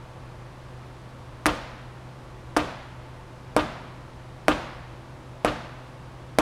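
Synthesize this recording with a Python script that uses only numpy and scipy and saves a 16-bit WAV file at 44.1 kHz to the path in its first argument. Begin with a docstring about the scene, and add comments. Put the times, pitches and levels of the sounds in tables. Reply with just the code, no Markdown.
"""A dead-blow hammer strikes a long cast-iron pump six times in a large repair shop.
Each blow is a knock with a sharp crack; loose shot in the head drives a second contact a few ms later.
The casing rings briefly and the bench shudders. Bench, floor and tool wall scatter the sound,
the hall rings on, and ventilation hums underneath."""
import sys
import numpy as np
from scipy import signal
from scipy.fft import rfft, irfft, next_fast_len
from scipy.io import wavfile
from scipy.ndimage import map_coordinates

SR = 44100
rng = np.random.default_rng(int(sys.argv[2]) if len(sys.argv) > 2 else 0)


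def file_out(sig):
    """Save sig as 16-bit WAV at sys.argv[1]."""
    # one column per channel
    cols = np.atleast_2d(sig).T
    # limit, then scale
    lim = np.clip(cols, -1, 1)
    pcm = np.round(lim * 32767).astype(np.int16)
    wavfile.write(sys.argv[1], SR, pcm)


N = 282681

# Contact crack and shot rattle. Each row: frequency in Hz, relative level in dB.
CRACK_SPECTRUM = [(400, -34), (1200, 2.5), (2400, 8), (3100, -2), (4000, -2), (5300, -0.5), (7200, -8),
                  (9300, -4), (12000, -12.5), (16000, -26)]


def hammer(push_db=-2, rattle_db=-22.5):
    """Six blows, each a push split over two contacts that excites casing, bench and room."""
    # Each row: start in seconds, force in dB, knock pitch in Hz, hardness in dB, head clack in dB,
    # lag of the second contact in seconds, its share of the push from 0 to 1.
    blows = [(1.458, -.3, 1040, 6, -4, .0057, 0.54), (2.5651, -.5, 1030, 0, -11, .0040, 0.73),
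             (3.5647, 0.1, 550, -4, -17, .0052, 0.21), (4.4822, 1.5, 625, -2.5, -4.5, .0045, 0.17),
             (5.4475, -.4, 613, -3, -33, .0058, 0.23), (6.386, 1.5, 553, 1.5, -7.5, .0052, 0.19)]
    track = np.zeros(N)
    t = np.arange(SR * 3 // 2) / SR
    for start_s, force_db, knock_hz, hardness_db, clack_db, lag_s, share in blows:
        force = amp(force_db)
        first, second = force * amp(push_db) * np.array([1 - share, share])
        add(track, start_s, first * contact(t, knock_hz, hardness_db))
        clack = amp(clack_db) * knock(t, hz=1383, peak_cycles=0.74)  # hollow head
        add(track, start_s, force * clack)
        # The shot follows and drives the face on again.
        add(track, start_s + lag_s, second * contact(t, hz=678, hardness_db=hardness_db))
        add(track, start_s + lag_s, second * amp(rattle_db + hardness_db) * shot_rattle(t))
        add(track, start_s, force * casing(t))
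        add(track, start_s + 0.0091, force * bench(t))  # the heavy pump is slow to rock it
        # Harder contact brightens the room.
        add(track, start_s, force * shop(t, tilt_db_per_oct=1 + 0.1 * hardness_db))
    return track


def contact(t, hz, hardness_db, crack_db=-12.5):
    """Face on iron: knock plus crack, both shorter at higher pitch. Harder contact cracks louder."""
    crack = swell(t, peak_s=0.44 / hz) * noise(CRACK_SPECTRUM, len(t))
    return knock(t, hz, peak_cycles=0.58) + amp(crack_db + hardness_db) * crack


def knock(t, hz, peak_cycles):
    """A push a few cycles long."""
    return swell(t, peak_cycles / hz) ** 2 * np.sin(2 * np.pi * hz * t)


def shot_rattle(t):
    """Loose shot settles in the head: a short noise burst."""
    return swell(t, peak_s=0.0032) * noise(CRACK_SPECTRUM, len(t))


def casing(t):
    """The cast-iron pump casing rings briefly."""
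    # Each row: frequency in Hz, relative level in dB, T60 in seconds.
    casing_modes = [(243, -9, .2), (303, 2.5, .2), (495, -11, .3), (614, -7, .22), (923, -9, .17),
                    (1108, -13, .3), (1208, -7, .25), (1400, -14, .25), (1530, -12, .15), (1600, -17, .3),
                    (1890, -19, .22), (2488, -22, .3), (2611, -27, .35), (3010, -26, .3), (3156, -26, .35),
                    (3494, -27, .56), (3745, -26, .42)]
    return amp(-20) * ring(t, casing_modes, rise_s=0.0012, spread_db=2.0)


def bench(t):
    """The steel bench shudders under the pump."""
    # Each row: frequency in Hz, relative level in dB, T60 in seconds.
    bench_modes = [(42.7, -6.5, 0.3), (61.4, -0.5, 0.3), (83.3, -9, 0.45), (111.5, -5, 0.19),
                   (156, -9, 0.15)]
    return amp(-27) * ring(t, bench_modes, rise_s=0.008, spread_db=4.0)


def shop(t, tilt_db_per_oct):
    """Dense echoes off bench and floor, a bright cluster off the tool wall, then the hall's slow tail."""
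    # Each row: frequency in Hz, relative level in dB.
    scatter_spectrum = [(100, -39), (190, -15), (260, -9), (400, -6), (600, -5.5), (900, -8.5), (1300, -8),
                        (2000, -20), (3000, -22), (4500, -32), (7500, -34.5), (9500, -40), (12000, -42),
                        (16000, -62)]
    wall_spectrum = [(300, -29), (600, 4), (1300, 5.5), (2000, -1.5), (2800, 0.5), (3800, -6),
                     (5000, -15.5), (9500, -41), (16000, -48)]
    hall_spectrum = [(88, -46), (150, -5.5), (172, 4.5), (197, -10.5), (226, 0), (398, -11), (601, -3),
                     (662, -4.5), (1500, -12), (5150, -28), (9260, -35), (16000, -56)]
    # Each row: frequency in Hz, T60 in seconds.
    scatter_t60 = [(200, 0.37), (1000, 0.22), (4000, 0.13), (12000, 0.12)]
    hall_t60 = [(150, 0.9), (500, 0.85), (1500, 1.13), (4000, 1.1), (8000, 0.5), (14000, 0.54)]
    scatter = decay(noise(scatter_spectrum, len(t), tilt_db_per_oct), scatter_t60)
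    scatter *= onset(t, rise_s=0.0035)
    wall = swell(t - 0.016, peak_s=0.018) ** 4 * noise(wall_spectrum, len(t), tilt_db_per_oct)
    hall = decay(noise(hall_spectrum, len(t), tilt_db_per_oct), hall_t60)
    hall *= onset(t, rise_s=0.026)
    return amp(-20.5) * scatter + amp(-28) * wall + amp(-29) * hall


def ventilation(drift_cycles=0.22, waver_db=0.5):
    """Fans: wavering tones over a steady rush of air and duct rumble."""
    # Each row: frequency in Hz, amplitude in dB.
    fan_tones = [(124.7, -43.5), (250, -59.5), (333.8, -59.5), (377, -60), (500.6, -59.5), (629.8, -63),
                 (882.9, -60), (1136, -62)]
    # Each row: frequency in Hz, relative level in dB.
    air_spectrum = [(100, -8), (170, -2.5), (210, -7), (350, -5.5), (420, -11), (520, -6), (720, -9),
                    (1000, -8.5), (1500, -14.5), (2500, -20.5), (4200, -26), (7000, -33.5), (10500, -37.5),
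                    (16000, -53)]
    rumble_spectrum = [(15, -41), (30, 0), (45, 1.5), (65, 2), (90, -1.5), (150, -3), (200, -29),
                       (400, -68.5)]
    t = np.arange(N) / SR
    hum = np.zeros(N)
    for hz, level_db in fan_tones:
        gain = amp(level_db + waver_db * wobble(knots_per_s=7.6))
        phase_cycles = hz * t + drift_cycles * wobble(knots_per_s=4)
        hum += gain * np.sin(2 * np.pi * phase_cycles)
    return hum + amp(-47) * noise(air_spectrum, N) + amp(-48.5) * noise(rumble_spectrum, N)


def ring(t, modes, rise_s, spread_db):
    """Damped modes, strengths redrawn for each blow."""
    hz, level_db, t60_s = np.transpose(modes)[:, :, None]
    gain = amp(level_db + spread_db * rng.standard_normal(hz.shape))
    partials = gain * np.exp(-np.log(1000) * t / t60_s) * np.sin(2 * np.pi * hz * t)
    return partials.sum(axis=0) * onset(t, rise_s)


def noise(spectrum, size, tilt_db_per_oct=0):
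    """Coloured noise, rms 1."""
    hz = np.fft.rfftfreq(size, 1 / SR)
    gain = amp(along(spectrum, hz) + tilt_db_per_oct * np.log2(hz + 1))
    x = irfft(gain * np.exp(2j * np.pi * rng.random(len(hz))), size)
    return x / np.sqrt(np.mean(x ** 2) + 1e-20)


def decay(x, t60_curve):
    """Fade each frequency at its own T60."""
    hz, t, bins = signal.stft(x, SR, nperseg=256)
    fade = np.exp(-np.log(1000) * t / along(t60_curve, hz)[:, None])
    return signal.istft(bins * fade, SR, nperseg=256)[1][:len(x)]


def swell(t, peak_s):
    """Envelope: 0 to 1 at peak_s, then falling."""
    u = np.maximum(t, 0) / peak_s
    return u * np.exp(1 - u)


def onset(t, rise_s):
    """Exponential rise towards 1."""
    return 1 - np.exp(-t / rise_s)


def wobble(knots_per_s):
    """Smooth random curve."""
    knots = rng.standard_normal(int(N * knots_per_s / SR) + 4)
    return map_coordinates(knots, [np.arange(N) * knots_per_s / SR])


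def along(points, hz):
    """Interpolate (Hz, value) points on a log axis."""
    point_hz, values = np.transpose(points)
    return np.interp(np.log(hz + 1), np.log(point_hz + 1), values)


def amp(db):
    """dB to gain."""
    return 10 ** (np.asarray(db) / 20)


def add(track, start_s, sound):
    """Mix a sound into the track."""
    part = track[round(start_s * SR):][:len(sound)]
    part += sound[:len(part)]


def scene():
    """Hammer over ventilation, mono."""
    return (hammer() + ventilation())[None]


def record(dry, ceiling=0.7, cutoff_hz=15900):
    """Soft peak limiter, then a brick-wall low-pass."""
    limited = dry / (1 + np.abs(dry / ceiling) ** 8) ** (1 / 8)
    size = next_fast_len(N + SR // 2)
    passband = np.fft.rfftfreq(size, 1 / SR) < cutoff_hz
    return irfft(rfft(limited, size) * passband, size)[:, :N]


dry = scene()
out = record(dry)
file_out(out)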